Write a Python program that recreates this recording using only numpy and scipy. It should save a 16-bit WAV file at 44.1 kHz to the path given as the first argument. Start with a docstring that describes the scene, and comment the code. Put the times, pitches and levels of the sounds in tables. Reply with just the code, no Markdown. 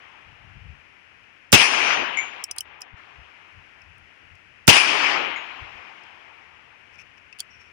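"""Revolver shots at a wooded bank

A small revolver fires twice beside a phone; each blast overloads the louder left microphone port.
The trees scatter the report back, the bullets ping on distant steel and the gun rings on thinly.
The hammer is cocked in sharp clicks, fingers slide over the gun and the loose cylinder rattles.
Faint outdoor hiss lies under it all, and light wind puffs on the ports."""
import sys
import numpy as np
from scipy import signal
from scipy.fft import rfft, irfft, next_fast_len
from scipy.io import wavfile
from scipy.ndimage import uniform_filter1d, map_coordinates

SR = 44100
rng = np.random.default_rng(int(sys.argv[2]) if len(sys.argv) > 2 else 0)


def pcm_store(signal):
    """Save signal as 16-bit PCM."""
    levels = np.round(np.clip(np.atleast_2d(signal), -1, 1) * 32767)
    wavfile.write(sys.argv[1], SR, levels.astype(np.int16).T)


N = 340452

# the shots: (time [s], blast [dB], pressure push [dB], hammer [dB], near echoes [dB],
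# time the echo wash stays level [s])
SHOTS = [(1.5263, 2, -8, -16, -0.5, 0.42), (4.6771, 2, -2.5, -24.5, 1, .47)]
# hammer notches, pawl and cylinder stop: (time [s], level [dB], low mode [Hz], middle mode [Hz],
# high mode [Hz], body [dB], brightness [dB], left over right [dB])
CLICKS = [(2.4394, -19.5, 3050, 5430, 8080, -16, -7.5, -4.5),
          (2.5115, -19, 2520, 5330, 9240, -27, -8.5, -4.5), (2.563, -42, 2800, 4980, 9000, -30, 3, -12),
          (2.583, -18.5, 3350, 4970, 9500, -24, -5, -2), (2.606, -19, 3010, 5580, 9460, -5.5, -3, -3.5),
          (2.8073, -45, 2940, 5430, 9600, -21, -3, -8), (2.817, -26, 2726, 5330, 9600, -29, -14, 5.5),
          (3.8172, -49.5, 2530, 5400, 8460, 4, -13, 14.5), (3.981, -58, 2600, 5400, 9000, -25, 0, -6),
          (4.352, -57.5, 2600, 5400, 7540, -20, 0, 4), (6.0347, -52.5, 2600, 5170, 8580, -10, -13, 9),
          (7.3257, -44.5, 2700, 5420, 8740, 3, -16, 20.5), (7.387, -36.5, 3060, 4600, 9500, -6, -6, -1),
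          (7.394, -31, 3220, 4600, 7240, -8, -11, 2), (7.4026, -18.5, 3230, 4580, 7040, -11, -5, -5)]
# tone of the muzzle blast: (frequency [Hz], left [dB], right [dB])
BLAST_COLOUR = [(30, -18.5, -20), (55, -14, -20.5), (90, -1.5, -11.5), (126, -4, -14), (209, -5.5, -6),
                (266.4, -6, -8), (334, 0, -3), (500, -9.5, -10), (880, -4, -8), (1150, -10, -10),
                (1800, -6, -11.5), (2710, 3.5, -10.5), (4000, -8.5, -17), (5800, -8, -11),
                (8000, -18, -19.5), (9000, -20, -16), (12600, -32, -29.5), (15200, -36, -23),
                (16200, -44.5, -53.5)]
# tone of a hit on steel: (frequency [Hz], left [dB], right [dB])
CLICK_COLOUR = [(1500, -23.5, -28.5), (3000, -2, -18.5), (4000, -22.5, -16), (5400, 4.5, 2),
                (7500, -8.5, -1), (9400, -18.5, 2.5), (12500, -29, -12.5), (16200, -20, -3.5),
                (16500, -43, -23)]


def shots(hammer_lead_s=.0068, hammer_t60=.035, slap_t60=0.021):
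    """The hammer falls, the cartridge fires and near surfaces slap back, short of bass and top."""
    # slaps off the ground and things nearby: (delay [s], level [dB])
    slaps = [(.051, -7), (.067, -12), (.08, -8.5), (.0885, -4.5), (.102, -12)]
    out, t = np.zeros((2, N)), np.arange(SR) / SR
    for s, blast_db, push_db, hammer_db, near_db, _ in SHOTS:
        hammer = amp(hammer_db - 60 * t / hammer_t60) * attack(t, .0006) * noise(CLICK_COLOUR, len(t))
        add(out, s - hammer_lead_s, hammer)
        add(out, s, amp(blast_db) * blast(t) + crack(t) + amp(push_db) * push(t))
        for delay, slap_db in slaps:
            burst = noise(BLAST_COLOUR, len(t), shared=1.0)
            slap = unit(filtered(burst, lambda hz: hz / (hz + 500) / (1 + (hz / 6000) ** 3)))
            add(out, s + delay, amp(near_db + slap_db - 60 * t / slap_t60) * attack(t, 0.00073) * slap)
    return out


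def blast(t, t60=0.065, linger_db=-16, linger_t60=0.19, left_lag_s=0.0013):
    """The muzzle blast: a burst that holds briefly, then dies away among near reflections."""
    age = np.maximum(t - stereo(left_lag_s, 0), 0)
    rise = attack(age, stereo(0.017, .0005))
    fall = decay(age, t60, hold_s=stereo(0.021, .018)) + amp(linger_db) * decay(age, linger_t60)
    return noise(BLAST_COLOUR, len(t)) * rise * fall * amp(stereo(-3, -7))


def crack(t, left_lag_s=0.0004):
    """The shock front: a bright, sudden edge that reaches the right port first."""
    # tone of the front: (frequency [Hz], left [dB], right [dB])
    front_colour = [(200, -8.5, -14), (1000, 0, -9), (2700, 4.5, -6.5), (6000, -3, -1), (9300, -13.5, -2.5),
                    (12500, -23, -9.5), (15300, -14.5, -4), (16500, -34, -24)]
    age = t - stereo(left_lag_s, 0)
    front = noise(front_colour, len(t))
    front /= front.std(axis=1, keepdims=True)
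    return front * (age > 0) * decay(age, t60=0.024, hold_s=.003) * amp(stereo(-5, -12))


def push(t, delay_s=.005, width_s=0.0011, band_hz=(105, 450)):
    """The gas swings the air out and back; the ports pass only the low thump."""
    progress = np.maximum(t - delay_s, 0) / width_s
    pressure = (t > delay_s) * (1 - progress) * np.exp(-progress)
    thump = signal.sosfilt(signal.butter(2, band_hz, "band", fs=SR, output="sos"), pressure)
    return thump / np.abs(thump).max() * amp(stereo(7, 0))


def woods(grain_db=-0.5, shared=.75, earlier_shot_s=-1.55):
    """Countless small echoes off trunks and the bank, arriving in clumps; the treble dies first."""
    # tone of the echoes: (frequency [Hz], left [dB], right [dB])
    woods_colour = [(40, -32.5, -39.5), (160, -20.5, -28.5), (300, -6, -17), (520, -7, -13), (860, -2, -10),
                    (1970, -2, -18), (2450, 4, -18), (3120, -3.5, -21), (3950, -17.5, -25),
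                    (5280, -18, -25), (8140, -37, -36), (9530, -49.5, -28.5), (11500, -77, -63.5),
                    (15000, -68.5, -55)]
    # echo by band: (top edge [Hz], near ground [dB], wash [dB], sag [dB/s], extra hold [s],
    # release [dB/s], far tail [dB], tail fade [dB/s])
    bands = [(650, -34, -33.5, 3, 0.082, 103, -42, 14), (2183, -21, -24, 1, 0.011, 56.5, -33, 12),
             (4300, -15, -21, 2.5, -0.042, 49.5, -33, 13.5),
             (7600, -24, -28.5, 19.5, -0.006, 123, -51, 14.5),
             (10400, -34, -38.5, 45, -.02, 169, -77.5, 11), (16000, -45.5, -53, 84, -.1, 177, -91.5, 12.5)]
    out, t = np.zeros((2, N)), np.arange(N) / SR
    echoes = rng.standard_normal((2, N)) + shared * rng.standard_normal(N)
    echoes *= amp(grain_db * wobble(900, N))
    scatter = coloured(patchy(echoes, depth_db=1.44), woods_colour)
    reports = [(s, near_db, hold) for s, *_, near_db, hold in SHOTS]
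    reports.append((earlier_shot_s, 0, .5))  # the tail of an earlier shot still hangs in the air
    bottom = 1
    for top, *shape in bands:
        power = sum(echo_power(np.maximum(t - s, 0), db, hold, shape) for s, db, hold in reports)
        band = filtered(scatter, lambda hz: lowpass(hz, top, 24) * (1 - lowpass(hz, bottom, 24)))
        out += np.sqrt(power) * unit(band)
        bottom = top
    return out


def echo_power(age, near_gain_db, hold, shape, near_start_s=.02, near_rise_s=.025, wash_rise_s=0.22):
    """After the ground scatter, the echo wash swells, stays level for a moment, then fades to a tail."""
    near_db, wash_db, sag, extra_hold, release, tail_db, fade = shape
    near = amp(near_db + near_gain_db) * decay(age, t60=0.37, hold_s=.1)
    near *= ramp(age - near_start_s, near_rise_s)
    wash = amp(wash_db - sag * age - release * np.maximum(age - hold - extra_hold, 0))
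    tail = amp(tail_db - fade * age)
    return near ** 2 + ramp(age, wash_rise_s) ** 2 * (wash ** 2 + tail ** 2)


def pings(splash_db=-8, splash_t60=.16):
    """Each bullet rings a far steel plate and shatters on it in a splash of noise."""
    # hits as they are heard: (time [s], level [dB], high ring and splash gain [dB])
    hits = [(2.171, -14, -21.5), (2.185, -12, -30), (5.359, -22.5, -32.5)]
    # the plate's low and high modes: (frequency [Hz], level [dB], t60 [s])
    low_modes = [(2156, 2.5, 0.078), (2300, -8.5, 0.26)]
    high_modes = [(6706, 4.5, 0.27), (6790, -1, .14), (7640, -20, .08), (9260, -25, .08)]
    out, t = np.zeros((2, N)), np.arange(SR // 2) / SR
    for s, db, ring_db in hits:
        low = ring(low_modes, t) * amp(stereo(0, -19))
        high = ring(high_modes, t) * amp(stereo(0, -6))
        splash = filtered(noise(CLICK_COLOUR, len(t)), lambda hz: lowpass(hz, 9000, 6))
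        splash *= amp(splash_db) * decay(t, splash_t60)
        add(out, s, amp(db) * attack(t, 0.00045) * (low + amp(ring_db) * (high + splash)))
    return out


def clicks(body_db=9, shine_db=4, tilt_db=9, tail_db=-27, gain_db=4.0):
    """Steel parts of the lock snap home: a gritty contact, three clusters of modes and a faint tail."""
    out, t = np.zeros((2, N)), np.arange(SR // 4) / SR
    for s, db, low_hz, mid_hz, high_hz, low_db, bright_db, pan_db in CLICKS:
        grit = noise(CLICK_COLOUR, len(t))
        snap = filtered(grit, lambda hz: amp((bright_db + tilt_db) * ramp(hz - 6000, 2500)))
        snap *= decay(t, t60=0.0076, hold_s=0.0015) + amp(tail_db) * decay(t, t60=0.079)
        # the left port favours the low modes, the right port the high ones
        body = cluster(low_hz, low_db + body_db, t) * amp(stereo(0, -13))
        middle = cluster(mid_hz, 0, t, spread=0.088) * amp(stereo(0, -4))
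        shine = cluster(high_hz, bright_db + shine_db, t) * amp(stereo(-12, 0))
        click = (snap + body + middle + shine) * attack(t, 0.00079)
        click /= np.abs(click).max(axis=1, keepdims=True)
        add(out, s, click * amp(db + gain_db + stereo(pan_db, -pan_db) / 2))
    return out


def gun_ring(release_t60=0.42, beat_hz=8, twin_db=-6):
    """The gun's steel rings thinly after each shot; a weaker twin mode makes it beat."""
    # the ring of each shot: (time [s], frequency [Hz], level [dB], hold [s])
    tones = [(1.53, 5981, -37, .42), (4.68, 4523, -37.5, .45)]
    out, t = np.zeros((2, N)), np.arange(SR) / SR
    for s, hz, db, hold in tones:
        pair = ring([(hz, 0, np.inf), (hz + beat_hz, twin_db, np.inf)], t)
        add(out, s, pair * amp(db) * decay(t, release_t60, hold))
    return out


def phone_body(x):
    """Loud sound sets the phone's body ringing at a few narrow resonances."""
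    # body resonances: (frequency [Hz], width [Hz], left [dB], right [dB])
    resonances = [(5510, 30, -1.5, -2.5), (9130, 45, 3.5, 6.5), (9360, 15, 0.5, 6), (15100, 250, 1.5, 5.5)]
    return filtered(x, lambda f: 1 + sum(
        amp(stereo(left, right)) * 1j * f * width / (hz ** 2 - f ** 2 + 1j * f * width)
        for hz, width, left, right in resonances))


def rubs(grain_db=3.5):
    """Skin sticks and slips on the steel in short soft strokes."""
    # finger strokes: (time [s], length [s], level [dB])
    strokes = [(6.912, 0.069, -57), (6.967, 0.071, -47), (7.166, 0.028, -55), (7.596, 0.033, -52.5)]
    # tone of skin on steel: (frequency [Hz], left [dB], right [dB])
    rub_colour = [(100, -14, -27), (400, -9, -19.5), (1200, -28, -32), (2520, 12.5, -23), (4100, -23, -29),
                  (5400, 1, -20), (7500, -23, -23), (11900, -38, -28), (16000, -44, -40)]
    out = np.zeros((2, N))
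    for s, length, db in strokes:
        size = round(length * SR)
        envelope = amp(db + grain_db * wobble(384, SR)[:size]) * np.hanning(size)
        add(out, s, envelope * noise(rub_colour, SR)[:, :size])
    return out


def rattle(start_s=7.5, hz=5550, width_hz=420, db=-58, t60=0.6, grain_db=4):
    """The loose cylinder chatters faintly on one resonance as it settles."""
    out, t = np.zeros((2, N)), np.arange(SR) / SR
    chatter = filtered(rng.standard_normal((2, SR)), lambda f: 1 / (1 + (2 * (f - hz) / width_hz) ** 2))
    add(out, start_s, unit(chatter) * amp(db + grain_db * wobble(80, SR)) * decay(t, t60))
    return out


def wind(breeze_db=-69.5, restless_db=4.0):
    """A restless breeze and bell-shaped puffs rumble on the ports, mostly the left."""
    # puffs of wind: (peak time [s], length [s], level [dB])
    puffs = [(0.297, 0.11, -50), (.47, 0.11, -49), (0.567, 0.057, -41.5), (0.674, 0.15, -43),
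             (2.94, 0.02, -40.5), (3.199, 0.068, -52.5), (3.575, .06, -51), (3.896, 0.087, -55.5),
             (4.02, .1, -57), (4.335, 0.058, -51), (5.629, 0.038, -44), (5.75, .1, -59)]
    # tone of the rumble: (frequency [Hz], left [dB], right [dB])
    wind_colour = [(20, -22.5, -38.5), (50.7, -5.5, -21), (82.5, 2.5, -17.5), (134.4, -6, -23),
                   (211, -20, -36), (498, -57, -70), (1480, -110, -110)]
    t = np.arange(N) / SR
    swells = sum(amp(db) * np.exp(-(2 * (t - s) / length) ** 2) for s, length, db in puffs)
    breeze = amp(breeze_db + restless_db * wobble(8.9, N))
    return (breeze + swells) * coloured(rng.standard_normal(N), wind_colour)


def air(hiss_db=-52, drift_db=0.58):
    """A bed of outdoor hiss, drifting slightly in level."""
    # tone of the hiss: (frequency [Hz], left [dB], right [dB])
    air_colour = [(30, -35.5, -40.5), (80, -8.5, -11), (200, -8, -18.5), (574, -9.5, -17), (1240, -8, -17),
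                  (1330, -3.5, -11), (2540, 1.5, -24.5), (2920, -3, -23.5), (3860, -24, -27.5),
                  (5500, -22.5, -28), (8200, -39, -39), (9400, -46, -32.5), (12300, -59, -48.5),
                  (15200, -49, -42)]
    return amp(hiss_db + drift_db * wobble(5, N)) * noise(air_colour, N)


def ducked(x, start_s=2.43, end_s=2.975, low_db=-2.5, treble_db=-8.5, edge_hz=3500,
           dip_db=-8, dip_s=.038, loud_db=-24, fade_s=.014):
    """The background sinks during the first cocking, the treble most, and dips at its loud clicks."""
    t = np.arange(N) / SR
    during = lambda start, end: ramp(t - start, fade_s) * ramp(end - t, fade_s)
    cocking = during(start_s, end_s)
    dips = np.max([during(s, s + dip_s + fade_s) for s, db, *_ in CLICKS if db > loud_db], axis=0)
    low = filtered(x, lambda hz: lowpass(hz, edge_hz, 8))
    sunk = low * amp(low_db * cocking) + (x - low) * amp(treble_db * cocking)
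    return amp(dip_db * dips * cocking) * sunk


def amp(db):
    """Decibels to gain."""
    return 10 ** (np.asarray(db) / 20)


def unit(x):
    """Scaled to rms 1."""
    return x / np.sqrt(np.mean(x ** 2) + 1e-20)


def stereo(left, right):
    """One value for each port."""
    return np.array([[left], [right]])


def ramp(x, length):
    """Rises from 0 to 1 between x = 0 and x = length."""
    return np.clip(x / length, 0, 1)


def attack(t, rise_s):
    """An exponential rise towards 1."""
    return 1 - np.exp(-t / rise_s)


def decay(t, t60, hold_s=0):
    """Holds at 1, then falls 60 dB every t60 seconds."""
    return amp(-60 * np.maximum(t - hold_s, 0) / t60)


def wobble(rate, size):
    """A smooth random curve, rate knots a second."""
    return map_coordinates(rng.standard_normal(int(size * rate / SR) + 4), [np.arange(size) * rate / SR])


def lowpass(hz, edge_hz, order):
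    """Gain that rolls off above the edge."""
    return 1 / (1 + (hz / edge_hz) ** order)


def filtered(x, response):
    """x shaped by a frequency response."""
    size = x.shape[-1]
    padded = next_fast_len(size + 8192)
    return irfft(rfft(x, padded) * response(np.fft.rfftfreq(padded, 1 / SR)), padded)[..., :size]


def coloured(x, colour):
    """x with the tone of each port, at rms 1."""
    knots, *ports = np.transpose(colour)
    return unit(filtered(x, lambda hz: amp([np.interp(np.log(hz + 1), np.log(knots), p) for p in ports])))


def noise(colour, size, shared=0.42):
    """Stereo noise of rms 1, part of it shared by the ports."""
    return coloured(rng.standard_normal((2, size)) + shared * rng.standard_normal(size), colour)


def patchy(x, depth_db):
    """x in patches some 500 Hz wide and 30 ms long, each at its own level."""
    spectra = signal.stft(x, nperseg=512)[2]
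    patches = uniform_filter1d(rng.standard_normal(spectra.shape[1:]), size=6, axis=0)
    patches = uniform_filter1d(patches, size=5, axis=1)
    return signal.istft(spectra * amp(depth_db * unit(patches)), nperseg=512)[1][:, :N]


def ring(modes, t):
    """Damped modes, out of phase between the ports."""
    return sum(amp(db - 60 * t / t60) * np.sin(2 * np.pi * (hz * t + rng.random((2, 1))))
               for hz, db, t60 in modes)


def cluster(hz, db, t, t60=0.03, spread=0.053):
    """A mode with three weaker close neighbours, as small steel parts have."""
    neighbours = [(hz * (1 + spread * z), db - 2.5, t60 * 0.62) for z in rng.standard_normal(3)]
    return ring([(hz, db, t60)] + neighbours, t)


def add(track, s, sound):
    """Mixes a sound in at time s."""
    start = round(s * SR)
    track[:, start:start + sound.shape[-1]] += sound[:, :N - start]


def scene(left_lag_s=0.001003):
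    """The mix at the two ports; the left one hears it a moment later."""
    outdoors = ducked(phone_body(shots() + woods()) + air())
    left, right = outdoors + pings() + clicks() + gun_ring() + rattle() + rubs() + wind()
    return np.array([filtered(left, lambda hz: np.exp(-2j * np.pi * hz * left_lag_s)), right])


def record(dry, hardness=5, top_hz=15900):
    """The phone soft-clips the peaks of the blast and keeps nothing above its band limit."""
    clipped = dry / (1 + np.abs(dry) ** hardness) ** (1 / hardness)
    return filtered(clipped, lambda hz: lowpass(hz, top_hz, 80))


dry = scene()
out = record(dry)
pcm_store(out)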